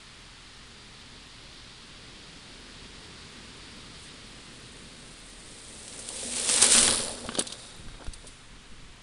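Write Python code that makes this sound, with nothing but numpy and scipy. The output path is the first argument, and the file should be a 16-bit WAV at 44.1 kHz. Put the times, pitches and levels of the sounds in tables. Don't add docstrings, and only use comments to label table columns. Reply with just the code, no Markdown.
import sys
import numpy as np
from scipy import signal
from scipy.fft import rfft, irfft, next_fast_len
from scipy.io import wavfile

SR = 44100
rng = np.random.default_rng(int(sys.argv[2]) if len(sys.argv) > 2 else 0)


def output_pcm(signal):
    pcm = np.clip(np.atleast_2d(signal).T, -1, 1) * 32767
    wavfile.write(sys.argv[1], SR, np.round(pcm).astype(np.int16))


N = 397782


def from_db(db):
    return 10 ** (np.asarray(db) / 20)


def rms_one(x):
    return x / np.sqrt(np.mean(x ** 2) + 1e-20)


def seconds():
    return np.arange(N) / SR


def ramp(start_s, length_s):
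    return np.clip((seconds() - start_s) / length_s, 0, 1)


def hump(s, half_s):
    return np.exp(-.5 * np.minimum(((seconds() - s) / half_s) ** 2, 100))


def swell(full_s, until_s, rise_db_per_s, fall_db_per_s):
    t = seconds()
    return -rise_db_per_s * np.maximum(full_s - t, 0) - fall_db_per_s * np.maximum(t - until_s, 0)


def dying(t60):
    return from_db(-60 * np.arange(SR // 2) / SR / max(t60, .001))


def noise(samples=N):
    return rng.standard_normal(samples)


def drift(rate):
    knots = noise(N // 20)
    return np.interp(seconds() * 2 * rate, np.arange(len(knots)), knots)


def crackle(per_s, spread_db, grain_s, smooth):
    sizes = from_db(spread_db * np.minimum(rng.exponential(1, N), 3.3))
    grains = sizes * (rng.random(N) < per_s / SR)
    power = signal.lfilter([1], [1, -np.exp(-1 / (grain_s * SR))], grains ** 2 + 1e-18)
    return noise() * np.sqrt(power / power.mean() + smooth ** 2)


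def coloured(x, spectrum):
    hz, db = np.transpose(spectrum)
    size = next_fast_len(N)
    grid = np.maximum(np.fft.rfftfreq(size, 1 / SR), 1)
    eq = from_db(np.interp(np.log(grid), np.log(hz), db))
    return rms_one(irfft(rfft(x, size) * eq, size)[:N])


def cut(x, hz, kind, order=2):
    return signal.sosfilt(signal.butter(order, min(hz, SR / 2 - 100), kind, fs=SR, output="sos"), x)


def resonate(x, hz, width):
    r = np.exp(-np.pi * width / SR)
    poles = [1, -2 * r * np.cos(2 * np.pi * hz / SR), r * r]
    return signal.lfilter(np.array([1, 0, -1]) * (1 - r * r) / 2, poles, x + 1e-18)


def band(x, hz, width):
    return rms_one(resonate(resonate(x, hz, width), hz, width))


def body(x, modes):
    return sum((-1) ** k * from_db(db) * resonate(x, hz, width)
               for k, (hz, width, db) in enumerate(modes))


def add(out, s, sound):
    at = int(s * SR)
    out[at:at + len(sound)] += sound[:N - at]


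# (frequency [Hz], level [dB])
RUMBLE_EQ = [(26, -34), (45, -2), (96, -9), (118, -6), (243, -5), (332, -10), (413, -9.5), (606, -17.5),
             (800, -28), (1040, -52), (1760, -120)]
ROAD_HISS_EQ = [(410, -23), (700, -11.5), (1080, -6.5), (1730, -7), (1850, -5.5), (2020, -6.5), (2940, -7),
                (3290, -7.5), (5850, -14.5), (7170, -15), (10400, -18), (13500, -57), (22000, -120)]
# (time [s], boost [dB], half length [s])
CAR_SWELLS = [(3.4, 2, 0.77)]
# (frequency [Hz], level [dB])
ENGINE_PARTIALS = [(37.7, -56.5), (75.4, -63.5), (118.4, -61.5)]


def traffic():
    rumble_db = -52 + swell(full_s=2.75, until_s=3.7, rise_db_per_s=2.5, fall_db_per_s=1.5)
    cars_db = sum(db * hump(s, half) for s, db, half in CAR_SWELLS)
    hiss_db = -52 + cars_db - 2.24 * ramp(4.5, length_s=2.0)
    rumble = from_db(rumble_db + 1.23 * drift(5.6)) * coloured(noise(), RUMBLE_EQ)
    hiss = from_db(hiss_db) * coloured(noise(), ROAD_HISS_EQ)
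    engine = np.zeros(N)
    for hz, db in ENGINE_PARTIALS:
        phase = 2 * np.pi * np.cumsum(hz * (1 + 0.0304 * drift(4.4))) / SR
        engine += from_db(db + 2.2 * drift(1.8)) * np.sin(phase)
    return rumble + hiss + engine


# (frequency [Hz], level [dB])
BREEZE_EQ = [(1500, -21), (2500, -14), (3300, -2.5), (4000, -1.5), (4800, -2.5), (5600, -10.5), (6600, -25),
             (10000, -28), (14000, -15.5)]
BUFFET_EQ = [(15, 9), (35, 3.5), (70, -4.5), (150, -7), (300, -15), (700, -66)]
# (time [s], level [dB], half length [s])
GUST_CUES = [(6.766, -43, .04), (6.87, -41.5, 0.036), (7.044, -49, 0.059), (7.85, -43.5, 0.042),
             (7.94, -47, 0.054), (8.1, -41, 0.022), (8.276, -51, 0.08), (8.555, -48.5, 0.04),
             (8.727, -51, .03), (8.835, -48.5, 0.046)]


def wind():
    breeze_db = -52.5 + swell(full_s=1.7, until_s=4.24, rise_db_per_s=2.0, fall_db_per_s=3.0)
    sizzle = from_db(breeze_db + 0.73 * drift(11)) * coloured(noise(), BREEZE_EQ)
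    draught = from_db(-61)
    gusts = sum(from_db(db) * hump(s, half) for s, db, half in GUST_CUES)
    eddies = from_db(2.5 * drift(20))
    return sizzle + (draught + gusts) * eddies * coloured(noise(), BUFFET_EQ)


PASS_S, SPEED_M_PER_S, WHEELBASE_M, NEAREST_M = 6.672, 6.5, 1.31, 0.97
ROUGH_FROM_S, ROUGH_TO_S, SOFT_TURF_DB = 6.58, 7.46, -5


def travelled():
    front = SPEED_M_PER_S * (seconds() - PASS_S)
    return np.array([front, front - WHEELBASE_M])


def nearness(loss_db):
    distance_m = np.hypot(travelled(), NEAREST_M)
    return from_db(-loss_db * np.log10(distance_m / NEAREST_M))


def both_wheels(loss_db, front_db=0):
    front, rear = nearness(loss_db)
    return np.hypot(from_db(front_db) * front, rear)


def behind():
    return ramp(6.79, length_s=0.16)


def thin_patch_db():
    return -3.5 * hump(6.688, half_s=.022)


# (frequency [Hz], level [dB])
BRIGHT_SWISH_EQ = [(1180, -31), (2000, -13.5), (2860, -9), (3670, -6.5), (6600, -9), (8690, -1.5),
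                   (9910, -4.5), (10400, -7.5), (13500, 4.5), (22000, -120)]
HOLLOW_SWISH_EQ = [(1180, -13), (2000, -26), (2640, -3), (2840, -6), (3360, 1), (3900, 1.5), (4230, 3),
                   (4610, 3), (5400, -2), (6100, -4), (6450, -14), (7120, 0), (8000, -7), (9380, 1),
                   (10400, -2), (13500, -19), (22000, -120)]
# (time [s], boost [dB], half length [s])
TUFT_SWELLS = [(4.036, 10, 0.042), (6.18, 3, 0.073), (6.413, 2, 0.033), (6.5, 2.5, 0.042),
               (6.735, 4.5, 0.05), (6.818, 2, 0.032), (6.97, 5, 0.066), (7.197, 1.5, .05), (7.638, 6, 0.11),
               (8.287, 8, 0.099)]


def grass():
    tufts_db = sum(db * hump(s, half) for s, db, half in TUFT_SWELLS)
    swish_db = -23 - 10.5 * behind() + tufts_db + thin_patch_db()
    blades = crackle(per_s=2200, spread_db=3.7, grain_s=.0003, smooth=.95)
    bright = from_db(3.5) * coloured(blades, BRIGHT_SWISH_EQ)
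    hollow = from_db(0.5) * coloured(blades, HOLLOW_SWISH_EQ)
    hollow_share = 0.57 * behind()
    swish = (1 - hollow_share) * bright + hollow_share * hollow
    return from_db(swish_db + drift(36)) * both_wheels(loss_db=33) * swish


# (frequency [Hz], level [dB])
STRAW_EQ = [(400, -33), (800, -7), (1300, -5.5), (2200, -8.5), (3500, -16), (5200, -10), (6600, -18),
            (8500, -11)]
# (frequency [Hz], bandwidth [Hz], level [dB])
CASING_MODES = [(85, 58, -12.5), (292, 185, -10), (402, 257, -6), (488, 210, -6), (637, 480, -12.5)]


def tyres():
    uneven = drift(17)
    straw = coloured(crackle(per_s=900, spread_db=3.0, grain_s=.001, smooth=.7), STRAW_EQ)
    straw_db = -28.5 + 2.3 * uneven - 4.5 * behind() + thin_patch_db()
    crunch = from_db(straw_db) * both_wheels(loss_db=41.5) * straw
    soil = noise()
    casing = sum(from_db(db) * band(soil, hz, width) for hz, width, db in CASING_MODES)
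    roll_db = -36 + 1.1 * uneven + SOFT_TURF_DB * ramp(ROUGH_TO_S, 0.32)
    roll = from_db(roll_db) * both_wheels(loss_db=28.5, front_db=-0.5) * casing
    return crunch + roll


# (time [s], level [dB], 60 dB decay [s])
CAVITY_CUES = [(6.246, -37.5, 0.73), (6.63, -39, .2), (6.746, -36, 0.35), (6.865, -35, .15),
               (7.075, -43, 0.27), (7.155, -41, .2), (7.281, -28, 0.098), (7.376, -45, 0.093)]
CAVITY_HZ, DOPPLER_HZ = 235, 5.5


def tyre_air():
    past_m, _ = travelled()
    pitch_hz = CAVITY_HZ - DOPPLER_HZ * past_m / np.hypot(past_m, NEAREST_M)
    phase = 2 * np.pi * np.cumsum(pitch_hz) / SR
    smooth_ground = 1 - ramp(ROUGH_FROM_S, 0.039) + ramp(ROUGH_TO_S, 0.072)
    hum_db = -42.5 - 7 * smooth_ground + SOFT_TURF_DB * ramp(ROUGH_TO_S, 0.1)
    rolling = from_db(hum_db) * both_wheels(loss_db=19.5, front_db=-0.5)
    struck = sum(from_db(db - 60 * np.maximum(seconds() - s, 0) / t60) * ramp(s, .01)
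                 for s, db, t60 in CAVITY_CUES)
    sine_gain = rolling * drift(17)
    cosine_gain = struck * (1 + 0.39 * drift(28)) + rolling * drift(19)
    return sine_gain * np.sin(phase) + cosine_gain * np.cos(phase)


# (time [s], gain [dB], main decay [s], body [dB])
SNAP_CUES = [(5.879, -23.5, .012, -7), (5.99, -28, 0.064, -10), (6.089, -7.5, 0.0027, -12),
             (6.248, -24, .004, -10), (6.264, -20, .005, -12), (6.365, -20, 0.056, -7),
             (6.382, -22, 0.026, -1), (6.397, -14, 0.011, -8), (6.447, -14, .012, -9),
             (6.49, -6, 0.0057, -2), (6.4965, -5.5, 0.013, -10), (6.511, -10, .008, -13),
             (6.5392, -9, 0.018, -9), (6.561, -3.5, 0.0078, -13), (6.598, -12, .004, -11),
             (6.6175, 1, 0.0081, -15), (6.623, 0, 0.011, -15), (6.625, 0.5, 0.026, -12.5),
             (6.641, -3, 0.027, -19), (6.6657, -2, 0.01, -17), (6.712, -2, 0.0059, -18),
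             (6.7192, -1.5, 0.018, -13), (6.75, -5, 0.011, -8), (6.781, -3.5, 0.012, -8),
             (6.815, -7, .007, -8), (6.828, -5, 0.02, -5.5), (6.85, -9, 0.01, -4), (6.878, -11.5, 0.016, 2),
             (6.909, -6.5, 0.0054, -3)]


def snaps():
    out = np.zeros(N)
    for s, db, t60, body_db in SNAP_CUES:
        envelope = (1 - dying(t60=.0015)) * (dying(t60) + .25 * dying(t60 * 4))
        burst = envelope * noise(SR // 2)
        burst[np.argmax(envelope)] += from_db(5)
        splinters = resonate(burst, 10740, width=3000) - from_db(body_db) * resonate(burst, 3200, 3800)
        add(out, s, from_db(db) * cut(splinters, 10050, "low", order=6))
    return out


# (centre time [s], level [dB], half length [s], frequency [Hz])
SCUFF_CUES = [(6.109, -46, 0.0068, 800), (6.241, -44, .01, 500), (6.285, -48.5, 0.014, 520),
              (6.763, -36, 0.053, 1390), (6.759, -42, 0.012, 490), (6.84, -34, 0.021, 416),
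              (6.948, -41, 0.018, 1150), (7.112, -44, 0.032, 580), (7.251, -38, 0.0093, 550),
              (7.386, -34.5, 0.012, 408), (8.02, -48.5, 0.018, 656), (8.246, -56.5, 0.016, 524)]


def scuffs():
    out, t = np.zeros(N), np.arange(SR // 2) / SR
    for s, db, half_s, hz in SCUFF_CUES:
        rub = band(noise(len(t)), hz, width=hz * 0.58)
        envelope = np.exp(-.5 * ((t - t.mean()) / half_s) ** 2)
        add(out, s - t.mean(), from_db(db) * rub * envelope)
    return out


# (frequency [Hz], bandwidth [Hz], level [dB])
FRAME_MODES = [(210, 100, 0.55), (426, 205, 2.1), (860, 360, 1.8), (1180, 230, 6.3), (1570, 160, 9),
               (2520, 640, 2.2), (3150, 570, 10.7), (4080, 1400, 6.5)]
# (time [s], peak level [dB], low-pass cutoff [Hz])
KNOCK_CUES = [(6.496, -24, 2500), (6.625, -19.5, 2000), (6.749, -15.5, 2500), (6.8763, -20, 4500),
              (6.879, -17.5, 4800), (6.885, -19, 2500), (6.893, -22, 700), (7.289, -19, 2580),
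              (7.32, -28, 1700), (7.351, -21.5, 3500), (7.385, -17, 676), (7.394, -26, 2500),
              (7.408, -24, 1700), (7.883, -37.5, 1716), (7.942, -38, 2500), (8.005, -36, 1100),
              (8.02, -35, 1100), (8.065, -30.5, 2200), (8.244, -39.5, 700)]


def knocks():
    out = np.zeros(N)
    for s, db, cutoff_hz in KNOCK_CUES:
        contact = dying(t60=0.004) + 0.59 * noise(SR // 2) * dying(t60=0.044)
        knock = cut(body(contact, FRAME_MODES), cutoff_hz, "low")
        add(out, s, from_db(db) * knock / np.abs(knock).max())
    return out


# (time [s], gain [dB], frequency [Hz])
THUD_CUES = [(6.735, -33, 85), (6.79, -34, 85), (6.833, -29, 88), (6.892, -30, 80), (7.255, -29, 85),
             (7.797, -28, 80), (8.08, -20.5, 52.4)]


def thuds():
    out, t = np.zeros(N), np.arange(SR // 2) / SR
    for s, db, hz in THUD_CUES:
        add(out, s, -from_db(db) * dying(t60=2.0 / hz) * np.sin(2 * np.pi * hz * t))
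    return out


# (frequency [Hz], bandwidth [Hz], level [dB])
HUB_MODES = [(3250, 1100, -7.5), (4930, 600, -2.5), (7500, 990, -11), (10000, 880, 4.5)]
COAST_FROM_S, COAST_TO_S, CLICKS_PER_S = 6.7428, 7.155, 88.4


def freewheel():
    t = seconds()
    coasting = (t > COAST_FROM_S) & (t < COAST_TO_S)
    teeth_passed = np.ceil(np.cumsum(CLICKS_PER_S * coasting) / SR)
    _, rear = nearness(loss_db=46)
    strength = from_db(-17.5 + rng.uniform(-0.15, 1, N))
    drops = np.diff(teeth_passed, prepend=0) * rear * strength
    envelope = np.maximum(signal.fftconvolve(drops, dying(t60=0.012))[:N], 0)
    return envelope * rms_one(body(noise(), HUB_MODES))


# (frequency [Hz], level [dB])
WHIRR_EQ = [(1500, -7), (3000, -21), (3450, -3), (3700, -22), (3950, -18), (4500, -6), (5500, -18)]
PEDAL_FROM_S, EASE_OFF_S = 7.26, 7.9


def chain():
    effort = ramp(PEDAL_FROM_S, .09) * from_db(-6 * ramp(EASE_OFF_S, .3))

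    def fader(top_db, loss_db):
        _, rear = nearness(loss_db)
        gain = effort * rear
        return from_db(top_db) * gain / gain.max()

    rollers = crackle(per_s=200, spread_db=3, grain_s=.002, smooth=.9)
    whirr = fader(top_db=-47, loss_db=30) * coloured(rollers, WHIRR_EQ)
    ring = fader(top_db=-53, loss_db=21) * band(rollers, hz=3750, width=360)
    return whirr + ring


# (frequency [Hz], bandwidth [Hz], level [dB])
SPROCKET_MODES = [(3230, 820, -2), (3750, 72, 6.5), (3990, 150, 3), (4700, 560, 1.5), (6040, 820, -1.5),
                  (8070, 290, -0.5), (9070, 450, 3), (10300, 1900, -2.5)]
# (time [s], peak level [dB], decay scale [s], treble [dB])
CLACK_CUES = [(7.263, -35, .012, -4), (7.343, -33, .018, -2), (7.3513, -27, .013, -4),
              (7.372, -33, .03, -7), (7.3849, -22, 0.009, -11), (7.3913, -9, 0.027, 5),
              (7.4215, -23, .016, 7), (7.469, -26, .012, -2), (7.4728, -24.5, 0.026, -4),
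              (7.501, -35, 0.028, -2), (7.5228, -23.5, 0.025, -5), (8.044, -36.5, 0.018, 3),
              (8.067, -35.5, .018, 0), (8.0845, -45, .014, 8), (8.1346, -30, 0.026, 3),
              (8.2681, -35, 0.064, 3)]
TREBLE_FROM_HZ = 7000


def clacks():
    out = np.zeros(N)
    for s, db, decay_s, treble_db in CLACK_CUES:
        envelope = dying(decay_s * 1.3) + .2 * dying(decay_s * 4)
        modes = [(hz, width, mode_db + treble_db * (hz > TREBLE_FROM_HZ))
                 for hz, width, mode_db in SPROCKET_MODES]
        for early_s, trim_db in ((0.006, -19), (0, 0)):
            clack = body(noise(SR // 2) * envelope, modes)
            add(out, s - early_s, from_db(db + trim_db) * clack / np.abs(clack).max())
    return out


def rattle():
    chatter = crackle(per_s=130, spread_db=7.5, grain_s=0.00081, smooth=0.36)
    frame = rms_one(body(chatter, FRAME_MODES))
    steel = from_db(-3) * rms_one(body(chatter, SPROCKET_MODES))
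    return from_db(-46.5) * hump(7.37, half_s=0.084) * (frame + steel)


def scene():
    bike = grass() + tyres() + tyre_air() + freewheel() + chain()
    impacts = snaps() + clacks() + knocks() + rattle() + scuffs() + thuds()
    return (traffic() + bike + impacts + wind())[None]


MIC_TOP_HZ, CUTOFF_HZ = 10386, 15900
FIRST_TICK_S, TICKS_PER_S = .0067, 30.035


def record(dry):
    treble_leak = from_db(-34.5) * cut(dry, 12300, "low", order=20)
    heard = cut(dry, MIC_TOP_HZ, "low", order=24) + treble_leak
    on_tick = np.diff(np.floor((seconds() - FIRST_TICK_S) * TICKS_PER_S), prepend=0) > 0
    ticks = from_db(2) * on_tick * noise() * np.diff(heard, prepend=0)
    hiss = from_db(-89) * noise()
    top_cut = signal.cheby2(14, 70, CUTOFF_HZ, fs=SR, output="sos")
    return signal.sosfilt(top_cut, heard + ticks + hiss)


dry = scene()
out = record(dry)
output_pcm(out)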